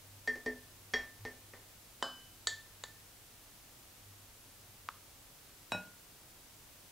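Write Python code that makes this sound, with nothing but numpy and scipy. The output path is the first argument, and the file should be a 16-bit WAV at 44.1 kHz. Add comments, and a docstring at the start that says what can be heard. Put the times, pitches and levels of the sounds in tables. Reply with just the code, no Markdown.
"""From the start, a low hum swells and fades over microphone hiss. For three seconds a glass jug knocks
against a glass jar on a cloth-covered kitchen table, which thumps softly once. Two seconds in, a wooden
spoon knocks a china bowl. Near five seconds the spoon taps the jug's spout, and then the jug is set down
with another thump. Each hit is a short clack plus the ringing of the thing hit, echoed by the kitchen."""
import sys
import numpy as np
from scipy import signal
from scipy.fft import rfft, irfft
from scipy.io import wavfile

SR = 44100
rng = np.random.default_rng(int(sys.argv[2]) if len(sys.argv) > 2 else 0)


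def to_wav(sig):
    """Store sig (one row per channel, or 1-D mono) as 16-bit WAV at the path in sys.argv[1].

    Samples outside -1..1 are clipped; the rate is SR.
    """
    pcm = np.clip(np.atleast_2d(sig), -1, 1) * 32767
    pcm = np.round(pcm).astype(np.int16)
    wavfile.write(sys.argv[1], SR, pcm.T)  # frames by channels


N = 304730
TIME = np.arange(N) / SR

# the jug knocks the jar: start_s, place on the jar, ring_db, clack_db, extra_bass_db, extra_treble_db
JAR_KNOCKS = [(0.275, "shoulder", 2.5, -4, -2, -2.5), (0.356, "shoulder", -24, -19.5, 12.5, 3),
              (0.4613, "shoulder", -3.5, -8, 11, -2), (0.9367, "neck", -3, 0.5, -1.5, -1),
              (1.251, "shoulder", -11.5, -9, 6, -1), (1.5356, "shoulder", -31, -13.5, 1, -12),
              (2.471, "rim", -4, -4, 0.5, 2.5), (2.8374, "rim", -18, -11, 2.5, -6)]
# the spoon knocks the bowl: start_s, ring_db, clack_db, extra_bass_db, extra_treble_db
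BOWL_KNOCKS = [(2.0256, 0, 1.5, 1.5, -2.5)]
# the spoon taps the spout: same columns
SPOUT_TAPS = [(4.8882, 0, 0, 0, 0)]
# the jug lands on one edge, then settles flat: same columns
JUG_LANDINGS = [(5.7198, -0.5, 1.5, -2.5, -3), (5.747, -23, -9, 3.5, -8)]
# the table top thumps under a knock and under the landing jug: start_s, peak_db
THUMPS = [(1.19, -52), (5.712, -51)]

# the tones the jar rings with, by the place hit: pitch_hz, fade_60db_s, shoulder_db, neck_db, rim_db
JAR_TONES = [(54.3, 0.57, -62, -49, -83), (251.3, 0.37, -43.5, -41, -67), (431.5, 0.13, -31.5, -27, -48),
             (555, 0.51, -58, -56, -70), (1771, 0.33, -37.5, -63, -32), (1787, 0.41, -38.5, -28, -35.5),
             (1816.4, 0.14, -20, -18.5, -65), (2018, 0.11, -34.5, -30, -42), (3271, .22, -54, -32, -57),
             (3380, .09, -60, -45, -42), (3620, .1, -66, -58, -44), (4030, .14, -62, -48, -54),
             (4575, .16, -48, -41, -35), (5572, .23, -53, -36, -50), (6080, .09, -66, -59, -47),
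             (6848, .18, -68, -63, -41), (7500, 0.061, -62, -60, -39), (7914, .1, -60, -62, -39)]
# the tones the other things ring with: pitch_hz, level_db, fade_60db_s
BOWL_TONES = [(253, -53, .52), (544, -46, .25), (668, -43, .22), (1109, -46, .19), (1572, -45, .6),
              (3009, -37, .6), (4200, -48, .13), (5012, -45.5, .45), (7504, -48, .15)]
SPOON_TONES = [(1260, -47, 0.033)]
JUG_TONES = [(120, -48, .25), (188, -40, .38), (250, -45, .35), (608, -37, .28), (1437, -34.5, .4),
             (2536, -31, .21), (3892, -31, .16), (5443, -44, .23), (7241, -57, .13), (8850, -52, .08),
             (10550, -59, .09)]

# how strong each kind of clack is from bass to treble: pitch_hz, level_db
SHOULDER_CLACK_SHAPE = [(55, -6), (150, -14.5), (400, 3), (800, 0), (1400, -6.5), (2050, 3.5), (2700, -9.5),
                        (4300, -9), (6500, -10.5), (8000, -22), (13000, -37)]
NECK_CLACK_SHAPE = [(55, -4), (150, -10.5), (400, 3), (800, 1.5), (1400, -4.5), (2050, 6), (2700, -9),
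                    (4300, -8), (6500, -12), (8000, -22.5), (13000, -34)]
RIM_CLACK_SHAPE = [(100, -33), (420, -1.5), (1200, 2), (2000, 2.5), (2650, -9.5), (3400, 11), (4500, 8.5),
                   (5150, -4.5), (6100, 1.5), (6450, 1), (7150, 9), (8400, -9), (9200, -12), (15000, -29)]
BOWL_CLACK_SHAPE = [(100, -28), (300, -3.5), (550, -2), (1250, 8), (1700, 0), (2300, -16.5), (3400, -4),
                    (4300, -0.5), (5500, -11), (7600, -9), (9500, -22), (14000, -43)]
SPOON_CLACK_SHAPE = [(200, -28), (700, -20), (1000, 2.5), (1250, 4.5), (1600, -4.5), (2300, -10),
                     (4400, -18), (7500, -27), (13000, -39)]
JUG_CLACK_SHAPE = [(50, -16), (170, 6), (330, 0.5), (600, 5), (1000, 4.5), (1300, -9.5), (1600, 5),
                   (2100, -13.5), (2700, 4), (3200, -11), (3900, -9), (4700, -16.5), (8000, -13),
                   (13000, -33)]

# how long the kitchen echoes: pitch_hz, fade_60db_s
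ECHO_FADE = [(100, 0.48), (500, 0.37), (2000, 0.34), (8000, 0.35)]
# the slow swells of the hum: time_s, level_db
HUM_SWELLS = [(0.0, -63), (0.2, -59), (0.45, -70), (0.8, -64.5), (1.1, -70), (1.42, -63.0), (1.9, -77.5),
              (2.65, -66.5), (3.82, -77.0), (4.1, -59.5), (4.4, -69.0), (4.75, -68.0), (5.3, -77),
              (6.9, -77.0)]
# the background noise from rumble to hiss: pitch_hz, relative_level_db
NOISE_SHAPE = [(12, -34), (20, -3), (53, -2), (74, -6), (103, -2), (140, -6.5), (185, -10), (298, -9.5),
               (393, -12.5), (705, -13), (767, -13.5), (1300, -15.5), (2150, -17), (2840, -16.5),
               (15500, -18.5)]
# the noise that differs between left and right, against the noise they share: pitch_hz, relative_level_db
NOISE_WIDTH = [(60, -13.5), (110, -12.5), (200, -8), (380, -7), (700, -5.5), (1290, -4.5), (2380, -2.5),
               (4400, -2.5), (8120, -2), (15000, -2)]


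def jug_knocks_jar():
    """Knocks on the jar's shoulder and neck are round and full; on the rim they snap hard and bright."""
    knocks = {"shoulder": [], "neck": [], "rim": []}
    for start_s, place, *strengths in JAR_KNOCKS:
        knocks[place].append((start_s, *strengths))
    pitch_hz, fade_s, *levels = np.transpose(JAR_TONES)
    shoulder_tones, neck_tones, rim_tones = [list(zip(pitch_hz, db, fade_s)) for db in levels]
    shoulder = hits(knocks["shoulder"], shoulder_tones, SHOULDER_CLACK_SHAPE,
                    echo_db=-2.5, skid=1.0, skid_s=0.009, swell_s=0.012)
    neck = hits(knocks["neck"], neck_tones, NECK_CLACK_SHAPE,
                echo_db=-0.5, skid=3.4, skid_s=0.0076, swell_s=0.0065)
    rim = hits(knocks["rim"], rim_tones, RIM_CLACK_SHAPE,
               echo_db=-8.5, skid=3.8, skid_s=0.0026, swell_s=0.0038)
    return shoulder + neck + rim


def spoon_knocks_bowl():
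    """The wooden spoon catches the china bowl as it is lifted out, and the bowl rings."""
    return hits(BOWL_KNOCKS, BOWL_TONES, BOWL_CLACK_SHAPE,
                echo_db=-5, skid=4.0, skid_s=0.0022, swell_s=0.0022)


def spoon_taps_spout():
    """Wood on the jug's spout gives a dry tap with one tone that dies at once."""
    return hits(SPOUT_TAPS, SPOON_TONES, SPOON_CLACK_SHAPE,
                echo_db=-12, skid=0.11, skid_s=0.0014, swell_s=0.0006, delay_1khz_s=0.0001)


def jug_lands():
    """The glass jug clacks and rings as one edge lands, then more softly as it settles flat."""
    return hits(JUG_LANDINGS, JUG_TONES, JUG_CLACK_SHAPE,
                echo_db=-5.5, skid=1.0, skid_s=0.0037, swell_s=0.019)


def table_thumps(pitch_hz=103.5, rise_s=0.018, hold_s=0.041, fall_s=0.022):
    """Pushed through the cloth, the table top swings a few times with a soft, dull thump."""
    corners_s = np.cumsum([0, rise_s, hold_s, fall_s])
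    out = np.zeros(N)
    for start_s, peak_db in THUMPS:
        t = TIME - start_s
        loudness = from_db(peak_db) * np.interp(t, corners_s, [0, 1, 1, 0])
        out += loudness * np.sin(2 * np.pi * pitch_hz * t)
    return out


def hits(rows, tones, clack_shape, echo_db, skid, skid_s, swell_s, delay_1khz_s=0.00121, size=32768):
    """Each hit is a short clack plus ringing tones. Both echo; echo_db sets the clack's echo."""
    out = np.zeros((2, N))
    t = np.arange(size) / SR
    hz = np.fft.rfftfreq(size, 1 / SR)
    # high pitches travel faster through a bending wall, which smears the first spike a little
    smear = np.exp(-4j * np.pi * delay_1khz_s * np.sqrt(1000 * hz))
    for start_s, ring_db, clack_db, bass_db, treble_db in rows:
        click = from_db(clack_db) * sharp_click(at_hz(clack_shape, hz) + tilt_db(hz, bass_db, treble_db))
        # the surfaces skid on each other for a moment after they meet
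        burst = rng.standard_normal(size) * np.exp(-t / skid_s)
        scrape = skid * unit_level(burst) / np.sqrt(size)
        clack = irfft(rfft(click) * (smear + rfft(scrape))) / np.hypot(1, skid)
        ring = ringing(t, tones, ring_db, bass_db, treble_db, swell_s)
        into_room = from_db(echo_db) * click + from_db(-18) * ring
        echo = signal.fftconvolve(into_room[None], kitchen_echo(t), axes=1)[:, :size]
        mix_in(out, start_s, clack + ring + echo)
    return out


def ringing(t, tones, ring_db, bass_db, treble_db, swell_s, bite_s=0.0075):
    """A thing that is hit shakes at its own few pitches, and each one fades at its own speed."""
    ring = np.zeros(len(t))
    for pitch_hz, tone_db, fade_s in tones:
        level_db = tone_db + ring_db + tilt_db(pitch_hz, bass_db, treble_db)
        # the ring swells as the first echoes join it, soonest in the high tones
        swell = 1 - np.exp(-t / swell_s * max(1, pitch_hz / 1800))
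        # the high tones start loud and lose that bite while the surfaces still touch
        bite = 1.23 * at_hz([(1900, 0.012), (3200, 0.66)], pitch_hz) * np.exp(-t / bite_s)
        fade = from_db(-60 * t / fade_s)
        ring += from_db(level_db) * (swell + bite) * fade * np.sin(2 * np.pi * pitch_hz * t)
    return ring


def tilt_db(hz, bass_db, treble_db):
    """A heavy hit moves the low tones more, a hard hit the high tones."""
    bass = bass_db * at_hz([(420, 0.97), (1300, 0)], hz)
    treble = treble_db * at_hz([(1900, 0), (3200, 0.97)], hz)
    return bass + treble


def sharp_click(level_db):
    """The shortest click that has these levels from bass to treble and is silent before it starts."""
    log_click = irfft(np.log(from_db(level_db)))
    half = len(log_click) // 2
    # the second half stands for time before the start: fold it onto the first half
    log_click[1:half] *= 2
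    log_click[half + 1:] = 0
    return irfft(np.exp(rfft(log_click)))


def kitchen_echo(t, build_s=0.0013, width_db=-19):
    """Many reflections build up fast and fade octave by octave, nearly alike on the left and right."""
    noise = rfft(rng.standard_normal((2, len(t))))
    hz = np.fft.rfftfreq(len(t), 1 / SR)
    octaves = np.round(np.log2(np.maximum(hz, 64)))
    echo = np.zeros((2, len(t)))
    for octave in np.unique(octaves):
        band = irfft(noise * (octaves == octave))
        echo += band * from_db(-60 * t / at_hz(ECHO_FADE, 2 ** octave))
    build_up = 1 - np.exp(-t / build_s)
    shared, side = unit_level(echo * build_up) / np.sqrt(len(t))
    return left_right(shared, from_db(width_db) * side)


def low_hum(pitch_hz=98.7, waver_hz=1.39, flutter_db=2):
    """A low tone swells and fades slowly, while its pitch wavers and its level flutters by chance."""
    time_s, swell_db = np.transpose(HUM_SWELLS)
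    wavering_hz = pitch_hz + waver_hz * drift(per_s=7)
    phase = 2 * np.pi * np.cumsum(wavering_hz) / SR
    level_db = np.interp(TIME, time_s, swell_db) + flutter_db * drift(per_s=12)
    return from_db(level_db) * np.sqrt(2) * np.sin(phase)


def rumble_and_hiss(shared_db=-59.5, top_hz=15800):
    """The room rumbles in the middle, under a microphone hiss that spreads wider to left and right."""
    hz = np.fft.rfftfreq(N, 1 / SR)
    shape = from_db(at_hz(NOISE_SHAPE, hz)) * (hz < top_hz)
    shared_spectrum, side_spectrum = rfft(rng.standard_normal((2, N))) * shape
    shared = irfft(shared_spectrum, N)
    side = irfft(side_spectrum * from_db(at_hz(NOISE_WIDTH, hz)), N)
    return from_db(shared_db) * left_right(shared, side) / np.std(shared)


def drift(per_s):
    """A new random value per_s times a second, joined by straight lines."""
    return np.interp(TIME * per_s, np.arange(N), rng.standard_normal(N))


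def from_db(db):
    """Turns decibels into a number to multiply by."""
    return 10 ** (np.asarray(db) / 20)


def unit_level(sound):
    """Scales a sound so that its average power is one."""
    return sound / np.sqrt(np.mean(sound ** 2) + 1e-20)


def at_hz(points, hz):
    """Reads between the rows of a pitch table, giving every octave the same width."""
    pitch_hz, value = np.transpose(points)
    return np.interp(np.log(np.maximum(hz, 1)), np.log(pitch_hz), value)


def left_right(shared, side):
    """Makes two channels: side is added on the left and taken away on the right."""
    return shared + side * [[1], [-1]]


def mix_in(out, start_s, sound):
    """Adds a sound to out from start_s on."""
    start = round(start_s * SR)
    out[:, start:start + sound.shape[-1]] += sound[..., :N - start]


def scene():
    """All the hits sit straight ahead of the microphone, over the hum and hiss."""
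    spoon_and_landing = spoon_knocks_bowl() + spoon_taps_spout() + jug_lands()
    return jug_knocks_jar() + spoon_and_landing + table_thumps() + low_hum() + rumble_and_hiss()


def record(dry):
    """The very highest treble is cut off steeply."""
    treble_cut = signal.firwin(401, cutoff=15800, fs=SR)
    return signal.fftconvolve(dry, treble_cut[None], mode="same", axes=1)


dry = scene()
out = record(dry)
to_wav(out)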